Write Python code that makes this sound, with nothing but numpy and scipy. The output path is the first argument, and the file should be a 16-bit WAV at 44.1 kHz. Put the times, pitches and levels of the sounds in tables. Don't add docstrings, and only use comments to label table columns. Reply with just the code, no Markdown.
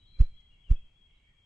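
import sys
import numpy as np
from scipy import signal
from scipy.fft import rfft, irfft
from scipy.io import wavfile

SR = 44100
rng = np.random.default_rng(int(sys.argv[2]) if len(sys.argv) > 2 else 0)


def bounce(signal):
    frames = np.transpose(np.atleast_2d(signal))
    limited = np.clip(frames, -1, 1)
    pcm = np.round(limited * 32767).astype(np.int16)
    wavfile.write(sys.argv[1], SR, pcm)


N = 63945

# time in seconds, thump level in dB, thump length as a ratio,
# level of the feathers and eddies in dB.
BEATS = [(.2107, -4.4, 1.0, 0), (.7153, -6.5, 1.025, -2.5)]
RUSH_LEAD_S = .003
FEATHER_WIDTH = .22


def undb(db):
    return 10 ** (np.asarray(db) / 20)


def unit(x):
    return x / np.sqrt(np.mean(x ** 2))


def pan(db):
    return undb(np.array([[db], [-db]]) / 2)


def widen(mid, side, width):
    return mid + width * side * np.array([[1], [-1]])


def noise(points):
    hz, db = np.array(points, float).T
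    f = np.maximum(np.arange(N // 2 + 1) * SR / N, 1)
    gain = undb(np.interp(np.log(f), np.log(hz), db))
    return unit(irfft(rfft(rng.standard_normal(N)) * gain, N))


def band(hz, width_hz):
    f = np.arange(N // 2 + 1) * SR / N
    bell = np.exp(-.5 * ((f - hz) / width_hz) ** 2)
    return unit(irfft(rfft(rng.standard_normal(N)) * bell, N))


def swell(u, rise_s, fall_s):
    return np.exp(-np.abs(u) / np.where(u < 0, rise_s, fall_s))


def echoes(x, t60_s):
    t = np.arange(N) / SR
    build_up = 1 - np.exp(-t / .0073)
    tail = rng.standard_normal((2, N)) * np.exp(-np.log(1000) * t / t60_s) * build_up
    return signal.fftconvolve(x[None], unit(tail) / np.sqrt(N), axes=1)[:, :N]


def forest_air(t):
    # frequency in Hz, relative level in dB.
    air_spectrum = [(20, 2.5), (50, -5.5), (120, -13.5), (200, -22.5), (330, -30.5), (552, -36),
                    (1000, -37), (1700, -40.5), (2300, -33.5), (3100, -39), (3600, -44), (5700, -49.5),
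                    (7800, -48), (10000, -60.5)]
    rumble_top_hz, ebb_db_per_s = 300, 4
    f = np.arange(N // 2 + 1) * SR / N
    width = np.interp(f, [100, 1500], [.067, .6])
    air = widen(rfft(noise(air_spectrum)), rfft(noise(air_spectrum)), width)
    rumble = irfft(air * (f < rumble_top_hz), N)
    hiss = irfft(air * (f >= rumble_top_hz), N)
    ebb = undb(-ebb_db_per_s * (t - t.mean()))
    return undb(-60.5) * (hiss + rumble * ebb)


def far_birds(t):
    # peak time, rise and fade in seconds, pitch and width in Hz,
    # level in dB.
    far_songs = [(.03, 0.045, 0.068, 2993, 35, -75.5), (0.159, 0.028, 0.15, 2324, 60, -72.5),
                 (0.389, .05, 0.093, 3020, 109.5, -75.5), (0.449, 0.093, 0.035, 2064, 35.7, -78.5),
                 (.57, 0.03, 0.14, 2205, 80.7, -76), (.78, 0.065, 0.15, 2630, 182.3, -78.5),
                 (1.124, .05, 0.14, 2970, 283, -73.5), (1.11, .05, 0.11, 2210, 88.6, -75),
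                 (1.25, 0.049, 0.15, 2256, 71, -72), (1.3, 0.041, 0.057, 1904, 90, -76)]
    songs = 0
    for at, rise, fade, hz, width, db in far_songs:
        blur = np.array([band(hz, width), band(hz, width)])
        songs = songs + undb(db) * swell(t - at, rise, fade) * blur
    chorus = np.array([band(3259, 45) for _ in range(2)])
    return songs + undb(-76) * chorus * pan(2.5)


def songbird(t, notes, pan_db, echo_db, waver):
    edge_s, right_lag_s = .01, .000045
    song = np.zeros(N)
    for at, length, start_hz, end_hz, db in notes:
        glide_hz = np.interp(t, [at, at + length], [start_hz, end_hz])
        hz = glide_hz * (1 + waver * band(0, 50))
        inside_s = np.minimum(t - at, at + length - t)
        gate = np.sin(np.pi / 2 * np.clip(inside_s / edge_s, 0, 1))
        song += undb(db) * gate * np.sqrt(2) * np.sin(2 * np.pi * np.cumsum(hz) / SR)
    direct = np.array([song, np.interp(t - right_lag_s, t, song)])
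    ring = echoes(song, t60_s=.8) * pan(2)
    return direct * pan(pan_db) + undb(echo_db) * ring


def songbirds(t):
    # start and length in seconds, first and last pitch in Hz,
    # level in dB.
    whistles = [(-.03, 0.07, 3234, 3310, -82), (0.052, 0.12, 3290, 3248, -71.5),
                (0.179, 0.11, 3337, 3265, -80), (.33, 0.038, 3220, 3324, -71.5),
                (0.363, 0.045, 3331, 3309, -65), (0.397, 0.12, 3290, 3295, -70.5),
                (.585, 0.073, 3325, 3320, -73.5), (.71, 0.033, 3330, 3340, -71),
                (0.756, 0.025, 3336, 3305, -65), (0.781, 0.075, 3320, 3300, -74.5),
                (0.849, 0.053, 3180, 3177, -73.5), (0.956, .05, 3367, 3315, -72),
                (1.004, 0.072, 3315, 3290, -69.5), (1.085, .04, 3255, 3270, -74.5),
                (1.261, 0.048, 3204, 3210, -75.5), (1.372, 0.056, 3282, 3270, -76),
                (1.427, 0.038, 3170, 3260, -74.5)]
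    chirps = [(.5, 0.026, 2946, 2710, -73), (0.521, 0.031, 2954, 2730, -70.5),
              (0.549, 0.031, 2915, 2646, -80), (0.635, 0.039, 3075, 3142, -70),
              (0.656, .05, 3055, 2600, -70), (0.746, .06, 2563, 2593, -76), (.86, 0.063, 2660, 2637, -87.5)]
    high_notes = [(-.01, 0.078, 3900, 3862, -72), (0.062, 0.079, 4067, 4095, -73.5),
                  (.075, .07, 3950, 4030, -74.5), (.135, 0.043, 4040, 4026, -66.5),
                  (0.184, .055, 4050, 4056, -66), (0.237, 0.04, 4006, 3960, -71),
                  (1.125, 0.079, 3560, 3570, -90), (1.144, 0.059, 3900, 3920, -87)]
    return (songbird(t, whistles, pan_db=10, echo_db=-8, waver=.003)
            + songbird(t, chirps, pan_db=11, echo_db=-1.5, waver=.0088)
            + songbird(t, high_notes, pan_db=9, echo_db=-2.5, waver=.0084))


def rustles(t):
    # peak time in seconds, level in dB.
    stirs = [(.406, -81), (0.743, -77)]
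    fall_s = .0067
    envelope = sum(undb(db) * swell(t - at, fall_s / 2, fall_s) for at, db in stirs)
    return envelope * band(6000, 1380)


def feather_swish(t):
    # frequency in Hz, relative level in dB.
    swish_spectrum = [(150, -0.5), (550, 3.5), (850, -1.5), (1400, -1), (2500, -2), (4200, -13),
                      (7000, -14.5), (8500, -19), (10000, -31.5)]
    rise_s, fall_s, settle_s = .012, .014, .034
    rush = 0
    for at, _, _, db in BEATS:
        u = t - at + RUSH_LEAD_S
        settling = undb(-3.5) * swell(u, rise_s, settle_s)
        rush = rush + undb(db) * (swell(u, rise_s, fall_s) + settling)
    swish = widen(noise(swish_spectrum), noise(swish_spectrum), FEATHER_WIDTH)
    return undb(-59) * rush * swish


def feather_snaps(t):
    # frequency in Hz, relative level in dB.
    snap_spectrum = [(500, 0), (900, -5), (1300, 4), (2200, -3), (4000, -7), (7500, -12.5), (10000, -29)]
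    lead_s, half_length_s = .0027, .0063
    flick = sum(undb(db) * np.exp(-.5 * ((t - at + lead_s) / half_length_s) ** 4)
                for at, _, _, db in BEATS)
    flutter = unit(np.exp(.25 * band(0, 400)))
    snap = widen(noise(snap_spectrum), noise(snap_spectrum), FEATHER_WIDTH)
    return undb(-57.5) * flick * flutter * snap


def wing_whoosh(t):
    rise_s, fall_s = .0097, .021
    eddy_hz, width_hz = 239, 206
    puff = 0
    for at, _, _, db in BEATS:
        u = t - at + RUSH_LEAD_S
        puff = puff + undb(db) * np.exp(np.where(u < 0, u / rise_s, -.5 * (u / fall_s) ** 2))
    eddies = widen(band(eddy_hz, width_hz), band(eddy_hz, width_hz), width=.1)
    return undb(-48) * puff * eddies


def trunk_reflections(t, pressure):
    # delay in seconds, level in dB, left over right in dB.
    trunk_echoes = [(.0121, -17.5, 4), (.118, -41, 0)]
    thrown = sum(undb(db) * pan(side_db) * np.interp(t - delay, t, pressure)
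                 for delay, db, side_db in trunk_echoes)
    short_waves = signal.sosfilt(signal.butter(2, 170, "high", fs=SR, output="sos"), pressure)
    return thrown + undb(-29) * echoes(short_waves, t60_s=.33)


def wing_thumps(t):
    swing_s, brake_s, turn_s = .0039, .0061, .00275
    spread_s, spread_lead_s = .0059, .0051
    flow = 0
    for at, db, length, _ in BEATS:
        u = (t - at) / length
        braking = (1 + np.tanh(u / turn_s)) / 2
        width = swing_s + (brake_s - swing_s) * braking
        stroke = np.exp(-.5 * (u / width) ** 2)
        spread = .27 * np.exp(-.5 * ((u + spread_lead_s) / spread_s) ** 2)
        flow = flow + undb(db) * (stroke + spread)
    pressure = np.gradient(flow) * SR * .005
    return pressure * pan(-1.3) + trunk_reflections(t, pressure)


def scene():
    t = np.arange(N) / SR
    grouse = wing_thumps(t) + wing_whoosh(t) + feather_swish(t) + rustles(t) + feather_snaps(t)
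    return grouse + songbirds(t) + far_birds(t) + forest_air(t)


def record(dry):
    mic_hz, damping, coupling_hz, top_hz = 8.6, 1.1, 11.6, 10000
    w = 2 * np.pi * mic_hz
    x = signal.lfilter(*signal.bilinear([1, 0, 0], [1, w * damping, w * w], SR), dry)
    x = signal.lfilter(*signal.butter(1, coupling_hz, "high", fs=SR), x)
    return signal.sosfilt(signal.ellip(8, .2, 70, top_hz, fs=SR, output="sos"), x)


dry = scene()
out = record(dry)
bounce(out)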